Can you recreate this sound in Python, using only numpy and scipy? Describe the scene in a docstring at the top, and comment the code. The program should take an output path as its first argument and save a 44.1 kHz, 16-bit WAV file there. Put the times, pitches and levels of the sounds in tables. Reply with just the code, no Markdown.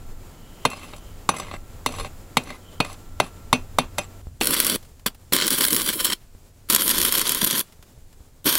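"""First a chipping hammer strikes and scrapes slag off a steel plate in a vice on an outdoor bench:
decaying steel modes are struck by blows and taps, then driven by grit, over a far motor hum and thin tones.
After a cut to a quieter moment a welding arc behind a steel screen strikes five times: filtered noise hisses
and roars, impulses spit, and dull bumps, sparks and cooling slag follow.
Wind and a background hiss, both of shaped noise, lie under both moments."""
import sys
import numpy as np
from scipy import signal
from scipy.fft import rfft, irfft, next_fast_len
from scipy.io import wavfile

SR = 44100
rng = np.random.default_rng(int(sys.argv[2]) if len(sys.argv) > 2 else 0)


def gain_from_db(level_db):
    """Convert decibel levels to linear amplitude factors (20 dB per decade)."""
    decades = np.asarray(level_db, float) / 20
    return 10 ** decades


def wrap_up_sound(samples):
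    """Save the sound to the file named by the first command line argument, as 16-bit audio."""
    columns = np.atleast_2d(samples).T
    # keep every value between -1 and 1, then stretch to whole-number steps
    tamed = np.clip(columns, -1, 1)
    steps = np.round(tamed * 32767).astype(np.int16)
    wavfile.write(sys.argv[1], SR, steps)


N = 378378
TIME = np.arange(N) / SR
CUT_S = 4.215  # the hammer's moment ends, the arc's begins


def hammer():
    """Superposition: blows, lighter taps and scrapes add linearly."""
    return blows() + taps() + scrapes()


# hammer blows; treble and body depend on where the edge lands:
# (t/s, peak level/dB, treble level/dB, body ring level/dB)
BLOW_EVENTS = [(0.652, -3.5, -10.5, -4), (1.291, -3, -7.5, -5.5), (1.862, -7, 5, 12), (2.37, -2, 0.5, 10),
               (2.803, -5, -13, 1.5), (3.201, -3, -12, -1.5), (3.529, 0.5, -4, 2.5), (3.786, -1.5, -4.5, 7),
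               (3.983, -9, 4, 5)]


def blows():
    """Impact excitation: each blow sets the steel's modes ringing, body and thud together."""
    out = np.zeros(N)
    rise_s = 0.0017
    for start, db, treble_db, body_db in BLOW_EVENTS:
        blow = knock(treble_db, thud_db=body_db - 1.5, middle_db=body_db, crack_db=1.0,
                     sweep_db=-2.5, decay_scale=1.2, rise_s=rise_s)
        add(out, start - rise_s / 2, gain_from_db(db) * blow)
    return out


# rebounds and slag chips between the blows: (t/s, peak level/dB, treble level/dB)
TAP_EVENTS = [(0.701, -26, 13), (0.715, -32, -6), (0.732, -24.5, -15), (0.934, -28.5, -42),
              (0.963, -37, 12), (.981, -40, 0), (1.338, -25, -34), (1.364, -25.5, 4), (1.384, -24.5, 6),
              (1.398, -20, -4), (1.467, -41, -19), (1.512, -24, -17), (1.538, -22.5, -24), (1.888, -27, -8),
              (1.922, -28, 5), (1.984, -23.5, -8), (1.998, -20.5, -10), (2.009, -26, -8), (2.046, -24, -16),
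              (2.435, -33.5, 5), (2.472, -29, -17), (2.503, -26, -16), (2.847, -25, -10), (2.859, -32, -20),
              (2.898, -31.5, -16), (2.928, -33.5, 25), (3.567, -36, -12), (3.977, -36, -3),
              (3.987, -17, -17)]


def taps():
    """Light impact: a weak contact leaves the low modes and the bending wave little energy."""
    out = np.zeros(N)
    for start, db, treble_db in TAP_EVENTS:
        tap = knock(treble_db, thud_db=-18.0, middle_db=-7, crack_db=-1.5, sweep_db=-17.5,
                    decay_scale=1.3, rise_s=0.0016)
        add(out, start, gain_from_db(db) * tap)
    return out


# the chisel edge drags over the slag after a blow:
# (start t/s, length t/s, level/dB below 5 kHz at the start, treble level/dB relative to that)
SCRAPE_STROKES = [(0.691, 0.27, -42.5, -3), (1.329, 0.25, -38.5, -7), (1.898, 0.19, -38, -3),
                  (2.441, 0.14, -41, -6.5), (2.826, 0.14, -42, -2), (3.22, 0.077, -40.5, -3),
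                  (3.545, 0.043, -43, -20), (3.822, 0.041, -39, -15), (3.997, 0.071, -42.5, -1)]


def scrapes():
    """Friction as repeated impact: clumps of grit clicks keep the steel ringing."""
    out = np.zeros(N)
    clumps = gain_from_db(2.8 * drift(70))
    lowpass = signal.butter(2, 5000, fs=SR, output="sos")
    fade_db, edge_s = -6.5, 0.025  # pressure eases along a stroke
    for start, length, db, treble_db in SCRAPE_STROKES:
        t = np.arange(SR * 2 // 5) / SR
        clump = clumps[round(start * SR):][:len(t)]
        clicks = rng.standard_normal(len(t)) * (rng.random(len(t)) < 1000 / SR)  # about 1000 per second
        grit = clump * clicks * gain_from_db(2.6 * rng.exponential(1, len(t)))
        # the edge moves on every 40 ms and wakes other modes, in a cycle of three places
        place = (t / 0.04 + 3 * rng.random()).astype(int) % 3
        ring = np.zeros(len(t))
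        for k in range(3):
            response = steel(1.7, -0.5, 0.94, spread_db=5, decay_scale=1.2)
            ring += signal.oaconvolve(grit * (place == k), response)[:len(t)]
        crumble = 0.65 * clump * noise(SLAG_CRACK, len(t))
        ring = evened(ring) + crumble
        dull = signal.sosfilt(lowpass, ring)
        mix = evened(dull) + gain_from_db(treble_db) * evened(ring - dull)
        touch = np.clip(np.minimum(t, length - t) / edge_s, 0, 1)
        add(out, start, gain_from_db(db + fade_db * t / length) * touch * mix)
    return out


# spectrum of breaking slag: (f/Hz, density level/dB per Hz)
SLAG_CRACK = [(88, -45), (150, -1.5), (1100, -8.5), (1630, -14.5), (3920, -10.5), (5460, -20), (6020, -17),
              (10000, -26), (16000, -30)]


def knock(treble_db, thud_db, middle_db, crack_db, sweep_db, decay_scale, rise_s):
    """Modal ring plus fracture noise plus a dispersive bending wave, scaled to peak 1."""
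    t = np.arange(SR // 5) / SR
    ring = steel(treble_db, thud_db, middle_db, 3.5, decay_scale) * (1 - np.exp(-(t / rise_s) ** 2))
    ring *= 1 + 0.72 * np.exp(-t / 0.021)  # the vice jaws damp the plate soon after the blow
    ring *= gain_from_db(2.2 * np.interp(t, t[::220], rng.standard_normal(len(t[::220]))))  # it chatters in them

    crack = coloured(noise(SLAG_CRACK, len(t)), lambda hz: gain_from_db(shelf(hz, 4000, 0.51 * treble_db + 7.5)))
    rumble = coloured(crack, lambda hz: gain_from_db(shelf(hz, 2500, -14)))  # the bench shakes on, dull
    crack = crack * np.exp(-t / 0.0019) + 0.11 * rumble * np.exp(-t / 0.027)
    crack *= 1 - np.exp(-t / rise_s)

    # the high part of the bending wave arrives first
    sweep_hz, fall_s, peak_s = 1500, 0.006, 0.0019
    turns = sweep_hz * fall_s * (1 - np.exp(-t / fall_s))
    sweep = np.sin(2 * np.pi * turns + 1.2 * rng.standard_normal())
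    sweep *= (t / peak_s * np.exp(1 - t / peak_s)) ** 2

    both = ring / abs(ring).max() + gain_from_db(crack_db) * crack + gain_from_db(sweep_db) * sweep
    return both / abs(both).max()


# nominal modes of plate, vice and hammer head: (f/Hz, level/dB, T60 t/s before decay_scale)
STEEL_MODES = [(137, -6, 0.077), (251, -8, 0.14), (461.3, -4.5, 0.054), (592.4, -5.5, 0.065),
               (780, -3, 0.045), (1105, 6, 0.02), (1196, 0, 0.023), (1572, -5.5, 0.024), (2060, 2.5, 0.021),
               (2230, -11, 0.05), (2390, -12.5, 0.06), (2500, -12.5, 0.12), (2682, -8, 0.11),
               (2880, -14.5, .06), (3190, -14.5, 0.074), (3460, -21, 0.07), (3612, -8, 0.045),
               (3777, -6, 0.042), (4130, -15.5, 0.035), (4240, -5, 0.044), (4520, -14.5, 0.062),
               (5024, -11, 0.04), (5400, -18.5, 0.06), (6020, -11.5, 0.1), (6160, -11.5, 0.052),
               (7470, -9, 0.032), (7610, -4, 0.036), (7770, -5, 0.034), (9040, -14.5, 0.076),
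               (9700, -6, 0.059), (10360, -4, 0.031), (11190, -4, 0.028), (12200, -10, 0.013)]


def steel(treble_db, thud_db, middle_db, spread_db, decay_scale):
    """Modal superposition: where the edge lands decides how much each damped mode gets."""
    hz, db, t60 = np.transpose(STEEL_MODES)[:, :, None]
    level_chance, pitch_chance, phase_chance = rng.standard_normal((len(STEEL_MODES), 3)).T[:, :, None]
    t = np.arange(SR // 5) / SR
    db = db + spread_db * level_chance
    db = db + (hz > 5000) * treble_db + (hz < 500) * thud_db + (abs(hz - 3400) < 1600) * middle_db
    phase = 2 * np.pi * hz * (1 + 0.0025 * pitch_chance) * t + 1.3 * phase_chance
    return (gain_from_db(db - 60 * t / (decay_scale * t60)) * np.sin(phase)).sum(0)


# each burn of the arc, with a faint fizz leading in: (start t/s, end t/s, hiss level/dB,
# treble share level/dB, low roar level/dB, lead-in t/s)
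BURNS = [(4.4117, 4.764, -26, -3, -36.5, 0.0064), (5.0624, 5.087, -27.5, -5, -34, 0.0018),
         (5.323, 6.14, -22, -2.5, -36, 0.001), (6.6989, 7.615, -23, -2.5, -37, 0.011),
         (8.457, 8.589, -21.5, -2, -36.5, .013)]
# the treble resonances change with the place of the rod, one list a burn: (f/Hz, width f/Hz, level/dB)
ROD_PLACES = [
    [(7700, 730, -5), (9760, 770, 1.5), (10160, 480, 5.5), (12100, 980, -2.5), (12700, 510, 0)],
    [(7880, 480, -2.5), (9800, 440, -2.5), (10600, 580, -2), (11500, 630, -3.5), (13500, 970, -1)],
    [(7900, 450, -2), (9300, 230, -7), (9900, 210, 5.5), (11300, 3200, -7.5), (12100, 440, 1)],
    [(7800, 89, 1), (9520, 620, 1.5), (10220, 390, 4), (11700, 350, 4), (13340, 520, 0.5)],
    [(7600, 280, -8.5), (9400, 1400, -8.5), (10700, 700, -7), (11700, 390, 0), (13400, 850, -11)],
]


def arc():
    """Superposition: five burns, rod taps and sparks, then slag that fizzes as it cools exponentially."""
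    out, heat = np.zeros(N), np.zeros(N)
    for (start, end, *levels), reach in zip(BURNS, ROD_PLACES):
        add(out, *strike(start, end, *levels, reach))
        # a longer burn leaves more heat
        heat += (TIME > end) * np.sqrt(end - start) * np.exp(-abs(TIME - end) / 0.083)
    out += rod_taps() + sparks()
    return out + gain_from_db(-54.0 + 2.7 * drift(41)) * heat * fizz_grit(N)


# the arc falters, or sinks into the pool and turns dull; in a few the treble share rises:
# (middle t/s, length t/s, level change/dB, treble change/dB)
ARC_LULLS = [(4.449, 0.032, -5.5, 1.5), (4.558, 0.015, -4.5, -4), (4.643, 0.015, -4.5, -6),
             (5.418, 0.11, -5, -7), (5.496, 0.02, -12, -2), (5.571, 0.03, -5, -0.5),
             (5.695, 0.02, -9.5, -2), (5.828, 0.094, -5, -0.5), (5.918, 0.024, -11, -1),
             (5.966, 0.058, -7.5, -0.5), (6.032, 0.032, -7.5, -0.5), (6.1, 0.079, -8, -5.5),
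             (6.782, 0.029, -10, -2), (6.926, 0.014, -4, 1), (6.76, 0.0074, -5, -5),
             (7.112, 0.035, -8.5, 0.5), (7.151, 0.03, -3, 0.5), (7.191, 0.0065, 0, 2),
             (7.256, 0.064, -7, -1.5), (7.363, 0.066, -4.5, -0.5), (7.407, 0.039, -6.5, -1),
             (7.459, 0.0095, -10, 1), (7.497, 0.031, -5.5, -2), (7.549, 0.056, -4, 0)]


def strike(start, end, hiss_db, treble_db, roar_db, lead_s, reach):
    """Source and filter: hiss, roar and spits of one burn, followed by the screen's decaying reverberation."""
    t = np.arange(start - 0.02, start + 1.1, 1 / SR)
    burning = np.clip(np.minimum((t - start) / 0.00045, (end - t) / 0.0032), 0, 1)
    burning += gain_from_db(-14) * (t < start) * (t > start - lead_s)
    surge_db = 3 * np.exp(-abs(t - start) / 0.069)  # as the rod touches
    sag_db, dull_db = sum(np.outer(db, swell(t, middle, length)) for middle, length, *db in ARC_LULLS)
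    if end - start < 0.1:  # a short burn dies away throughout, by 480 dB per second
        sag_db = sag_db - 480 * (t - (start + end) / 2)

    flame = hiss(treble_db + dull_db, reach)
    low = roar(len(t), roar_db + sag_db + surge_db, reach)
    snaps, spent = spits(t, start, end, burning, sag_db, reach)
    frying = gain_from_db(hiss_db + sag_db + surge_db) * flame / (1 + 20 * spent)
    lit = burning * (frying + low) + snaps

    # the screen rings on faintly
    tail = np.exp(-np.arange(SR // 8) / (0.012 * SR)) * rng.standard_normal(SR // 8)
    return t[0], lit + gain_from_db(-13.5) * signal.oaconvolve(lit, tail / np.linalg.norm(tail))[:len(t)]


# spectral tilt of the hiss: (f/Hz, level/dB)
FRY_TILT = [(1000, -1.5), (3300, 1), (8000, -3.5)]


def hiss(treble_share_db, reach):
    """Subtractive synthesis: noise with random puffs passes a moving comb of resonances."""
    n = len(treble_share_db)
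    clicks = (rng.random(n) < 300 / SR) * gain_from_db(3.5 * np.minimum(rng.exponential(1, n), 4))
    puffs = signal.lfilter([1], [1, -np.exp(-1 / (0.0015 * SR))], clicks) * rng.standard_normal(n)
    fry = rng.standard_normal(n) * gain_from_db(1.6 * drift(60)[:n]) + 1.3 * evened(puffs)

    def body_gain(hz, shift):
        band = gain_from_db(read(FRY_TILT, hz)) / (1 + (550 / (hz + 1)) ** 4) / (1 + (hz / 8500) ** 12)
        return screen(hz * (1 + shift), reach) * band

    # the rod moves and the resonances shift by up to 3 %
    near = coloured(fry, lambda hz: body_gain(hz, -0.03))
    far = coloured(fry, lambda hz: body_gain(hz, 0.03))
    place = (1 + np.tanh(drift(12)[:n])) / 2
    body = np.sqrt(place) * near + np.sqrt(1 - place) * far
    top = coloured(fry, lambda hz: screen(hz, reach) / (1 + (8500 / (hz + 1)) ** 12))
    share = np.minimum(gain_from_db(treble_share_db + 1.6 * drift(24.27)[:n]), 0.97)
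    return np.sqrt(1 - share ** 2) * evened(body) + share * evened(top)


def roar(n, level_db, reach):
    """Amplitude-modulated band noise: low turbulence between about 120 and 750 Hz."""
    def gain(hz):
        return screen(hz, reach) / (1 + (hz / 750) ** 4) / (1 + (120 / (hz + 1)) ** 4)

    low = coloured(rng.standard_normal(n), gain)
    return gain_from_db(level_db + 3.6 * drift(49.1)[:n]) * evened(low)


# the loud spits of molten metal: (t/s, level/dB)
LOUD_SPITS = [(4.4132, -14), (4.4338, -3), (4.4565, -2), (4.4714, 6.5), (4.5385, -1), (4.5425, 2.5),
              (4.6017, 12), (4.6473, 2), (4.65, -2), (4.6671, 4.5), (4.7511, -5.5), (5.0625, -26.5),
              (5.3272, -7), (5.3338, 5), (5.365, 5.5), (5.468, 0), (5.4793, 4), (5.5059, 3), (5.516, -4.5),
              (5.528, -7), (5.5866, -1), (5.6206, 0), (5.6512, 5.5), (5.7066, -1), (5.73, 7),
              (5.7472, -0.5), (5.7647, 5), (5.8178, 0), (5.8856, -10), (5.9344, -6.5), (6.0058, -3),
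              (6.0508, 3), (6.7003, 4), (6.7082, 0), (6.7255, 1), (6.7334, 1), (6.7486, 11.5), (6.762, 8.5),
              (6.8102, -1), (6.82, -3.0), (6.8796, 3.5), (6.8885, -6), (6.893, 2.5), (6.9093, -1),
              (6.958, -8), (6.9822, 3.5), (6.9867, 0), (7.0159, 4), (7.0282, 0.5), (7.065, -21),
              (7.1238, 3.5), (7.1285, -3), (7.177, -1.5), (7.1826, 3.5), (7.1952, 0), (7.2152, 0.5),
              (7.2734, -4), (7.2778, -0.5), (7.294, 2.5), (7.3203, 2), (7.348, -0.5), (7.4462, 6),
              (7.4704, -6), (7.4737, -1), (7.507, -7), (7.5102, 2.5), (7.58, -4), (7.5939, 0.5),
              (8.4628, -9), (8.4754, -11), (8.5272, 2), (8.5537, 9)]


def spits(t, start, end, burning, sag_db, reach):
    """Impulse response: each spit, a snap in a short puff, excites the screen; returns snaps and hiss loss."""
    # the smaller ones come by chance, 76 per second of full burning
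    small = t[(rng.random(len(t)) < 76 / SR) & (burning == 1)]
    small_db = -13.5 + 2.5 * drift(400)[:len(t)] + sag_db
    out, u = np.zeros(len(t)), np.arange(-400, 600) / SR
    for at, db in LOUD_SPITS + list(zip(small, np.interp(small, t, small_db))):
        if start < at < end:
            snap = 0.66 * (u == 0) * rng.choice([-1, 1])
            sharp = np.exp(-abs(u) / np.where(u < 0, 0.00012, 0.0011))
            slow = 0.38 * np.exp(-abs(u) / np.where(u < 0, 0.003, 0.005))
            puff = (sharp + slow) * rng.standard_normal(len(u))
            tilt_db = 3 * rng.standard_normal()  # some spits are dull, some bright
            spit = coloured(0.027 * puff + snap, lambda hz: gain_from_db(shelf(hz, 8700, tilt_db) - tilt_db / 2))
            add(out, at + u[0] - t[0], gain_from_db(db) * spit * (at + u > start))

    def path(hz):
        direct = 0.45 / (1 + (1500 / (hz + 1)) ** 2) / (1 + (hz / 13500) ** 6)  # passes the screen's colour by
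        return screen(hz, reach) + direct

    unit = abs(coloured(1.0 * (u == 0), path)).max()  # peak of one snap
    snaps = coloured(out, lambda hz: path(hz) / (1 + (300 / (hz + 1)) ** 2)) / unit
    # the hiss thins after a droplet parts
    spent = signal.lfilter([0.0015], [1, -np.exp(-1 / (0.016 * SR))], abs(out))
    return snaps, spent


# nominal resonances of screen and bench that colour the arc: (f/Hz, width f/Hz, level/dB)
SCREEN_MODES = [(281, 197, -1.5), (616, 120, -8.5), (1025, 137, -7), (1540, 140, -3), (1940, 640, -13),
                (3285, 154, 0.5), (4044, 193, -6.5), (4540, 142, -0.5), (5530, 98, 0), (5680, 300, -6),
                (6960, 380, -11.5), (15800, 2200, -8)]


def screen(hz, reach):
    """Interference: neighbouring resonances of opposite sign leave notches between them."""
    gain = 0.032
    for k, (f, width, db) in enumerate(sorted(SCREEN_MODES + reach)):
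        gain = gain + (-1) ** k * gain_from_db(db) / (1 + 2j * (hz - f) / width)
    return gain


# the rod knocks on the work as it strikes: (t/s, peak level/dB)
ROD_KNOCKS = [(4.4111, -10), (5.0609, -14), (5.324, -13)]


def rod_taps():
    """Impact excitation: a fast contact rings the steel, dull in the treble and short."""
    out = np.zeros(N)
    for start, db in ROD_KNOCKS:
        tap = knock(-13.5, thud_db=-8.0, middle_db=5.5, crack_db=0.5, sweep_db=-15,
                    decay_scale=0.69, rise_s=0.00031)
        add(out, start, gain_from_db(db) * tap)
    return out


# sparks land on the bench: (t/s, starting level/dB)
SPARK_TICKS = [(4.827, -49.5), (4.8494, -51.5), (4.995, -52), (5.1466, -48), (7.723, -49), (7.826, -46.5),
               (8.127, -52.5)]


def sparks():
    """Exponential decay: each landing is a short burst of fading noise."""
    out = np.zeros(N)
    for start, db in SPARK_TICKS:
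        add(out, start, gain_from_db(db) * fizz_grit(800) * np.exp(-TIME[:800] / 0.0092))
    return out


def fizz_grit(size):
    """Spectral shaping: noise that falls towards the treble, for sparks and cooling slag."""
    return noise([(300, -6), (2500, -9.0), (16000, -15.5)], size)


# dull bumps of the bench: (t/s, level/dB, f/Hz)
BENCH_BUMPS = [(4.27, -26.5, 65.5), (6.35, -36.5, 58.3), (7.793, -39, 84), (7.977, -37, 59.2),
               (8.206, -35.5, 61.2)]


def bumps():
    """Damped oscillator: each bump is a low sine that dies away in hundredths of a second."""
    out, u = np.zeros(N), TIME[:SR // 8]
    for start, db, hz in BENCH_BUMPS:
        envelope = np.minimum(u / 0.00031, 1) * np.exp(-u / 0.011)
        add(out, start, gain_from_db(db) * np.sin(2 * np.pi * hz * u + 0.63) * envelope)
    return out


def yard():
    """Superposition: the background sources add; hum and thin tones stop at the cut."""
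    return air() + wind() + (TIME < CUT_S) * (hum() + tones()) + whistles() + bumps()


# wind strength, before its random lumps: (t/s, level/dB)
WIND_LEVEL = [(0.0, -41.5), (0.31, -47.5), (2.03, -41), (2.7, -48.5), (3.85, -41.5), (4.66, -48.5),
              (6.62, -50.5), (6.95, -41.5), (7.65, -51.5), (8.58, -50.5)]
# wind spectrum: (f/Hz, density level/dB per Hz)
WIND_SPECTRUM = [(8.8, -35), (15, 2), (63, -12.5), (81, -8.5), (139, -17.5), (162, -46.5), (250, -22.5),
                 (320, -45), (550, -120)]


def wind():
    """Amplitude-modulated noise: low-frequency noise swells in lumps."""
    level_db = np.interp(TIME, *np.transpose(WIND_LEVEL)) + 2.6 * drift(6)
    return gain_from_db(level_db) * noise(WIND_SPECTRUM, N)


# far motor, about which pitch and level wander: (t/s, f/Hz, peak level/dB)
MOTOR_HUM = [(0.0, 82, -61), (0.151, 87.0, -53.5), (4.2, 95.5, -46.5)]


def hum():
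    """Frequency modulation: one sine whose pitch and level wander at random."""
    s, hz, db = np.transpose(MOTOR_HUM)
    turns = np.cumsum(np.interp(TIME, s, hz) * (1 + 0.066 * drift(25))) / SR
    return gain_from_db(np.interp(TIME, s, db) + 2.1 * drift(41)) * np.sin(2 * np.pi * turns)


# thin tones of fixed pitch: (f/Hz, rms level/dB before its slow wander)
THIN_TONES = [(1351, -69), (12021, -79.5)]


def tones():
    """Additive synthesis: fixed sines with slowly wandering levels."""
    return sum(np.sqrt(2) * gain_from_db(db + 2.5 * drift(3.8)) * np.sin(2 * np.pi * hz * TIME)
               for hz, db in THIN_TONES)


# faint fuzzy whistles swell and fade: (middle t/s, length t/s, level/dB, f/Hz, width f/Hz)
FUZZY_WHISTLES = [(.78, .8, -61, 3060, 200), (2.71, .18, -59, 3100, 150)]


def whistles():
    """Narrow-band filtering: noise near one frequency is heard as a fuzzy pitch."""
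    out = np.zeros(N)
    for middle, length, db, hz, width in FUZZY_WHISTLES:
        fuzz = coloured(rng.standard_normal(N), lambda f: 1 / (1 + ((f - hz) / width) ** 2))
        out += gain_from_db(db) * swell(TIME, middle, length) * evened(fuzz)
    return out


# background spectra, one list before and one after the cut: (f/Hz, density level/dB per Hz)
AIR_SPECTRA = ([(100, -17), (150, 1), (240, -2.5), (500, -6.5), (1170, -13.5), (1720, -17.5), (3040, -21),
               (4500, -22.5), (6300, -23.5), (7200, -18), (8500, -24.5), (16000, -25)], [(100, -37),
               (150, -8.5), (250, -16), (400, -16), (1120, -26), (2270, -30.5), (6300, -30.5), (7300, -27),
               (8500, -31), (16000, -34)])


def air():
    """Spectral shaping: broadband hiss whose colour and level change at the cut."""
    before, after = (gain_from_db(db) * noise(points, N) for points, db in zip(AIR_SPECTRA, (-51, -59)))
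    return np.where(TIME < CUT_S, before, after) * gain_from_db(1.6 * drift(19))


def evened(x):
    """Normalisation: scales to rms 1."""
    return x / np.sqrt(np.mean(x ** 2) + 1e-20)


def read(points, hz):
    """Interpolates a spectrum along logarithmic frequency."""
    f, value = np.transpose(points)
    return np.interp(np.log(hz + 1), np.log(f + 1), value)


def add(mix, start, sound):
    """Superposition: adds a sound into the mix from start, in seconds."""
    part = mix[round(start * SR):][:len(sound)]
    part += sound[:len(part)]


def coloured(x, gain):
    """Linear filtering: multiplies the spectrum by a gain given as a function of Hz."""
    size = next_fast_len(len(x) + 4096)
    return irfft(rfft(x, size) * gain(np.fft.rfftfreq(size, 1 / SR)), size)[:len(x)]


def noise(points, size):
    """Spectral shaping: Gaussian noise of a given spectrum and rms 1."""
    return evened(coloured(rng.standard_normal(size), lambda hz: gain_from_db(read(points, hz))))


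def drift(per_s):
    """Random modulation: straight lines between normal draws of rms 1, per_s of them a second."""
    steps = np.arange(0, N + SR, SR / per_s)
    return np.interp(np.arange(N), steps, rng.standard_normal(len(steps)))


def shelf(hz, corner_hz, db):
    """Shelving filter: gain in dB that sets in above the corner."""
    return db / (1 + (corner_hz / (hz + 1)) ** 4)


def swell(t, middle, length):
    """Envelope: a smooth bump of height 1."""
    return np.exp(-(2 * (t - middle) / length) ** 4)


def scene():
    """Superposition: hammer, arc and background, alike on two channels."""
    return np.tile(hammer() + arc() + yard(), (2, 1))


def roll_off(x):
    """The treble ends steeply here."""
    return signal.sosfilt(signal.butter(12, 16580, fs=SR, output="sos"), x)


def record(dry):
    """Saturation and band limiting: one microphone on both channels with a trace of difference."""
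    odd = dry[0] * (gain_from_db(-42) * drift(300) + gain_from_db(-28.5) * rng.standard_normal(N))
    overloaded = np.tanh((dry + [odd, -odd]) / 1.11) * 1.438
    lowpass = signal.firwin(255, 15850, window=("kaiser", 8), fs=SR)
    mix = signal.oaconvolve(overloaded, lowpass[None], "same")
    return roll_off(mix)


dry = scene()
out = record(dry)
wrap_up_sound(out)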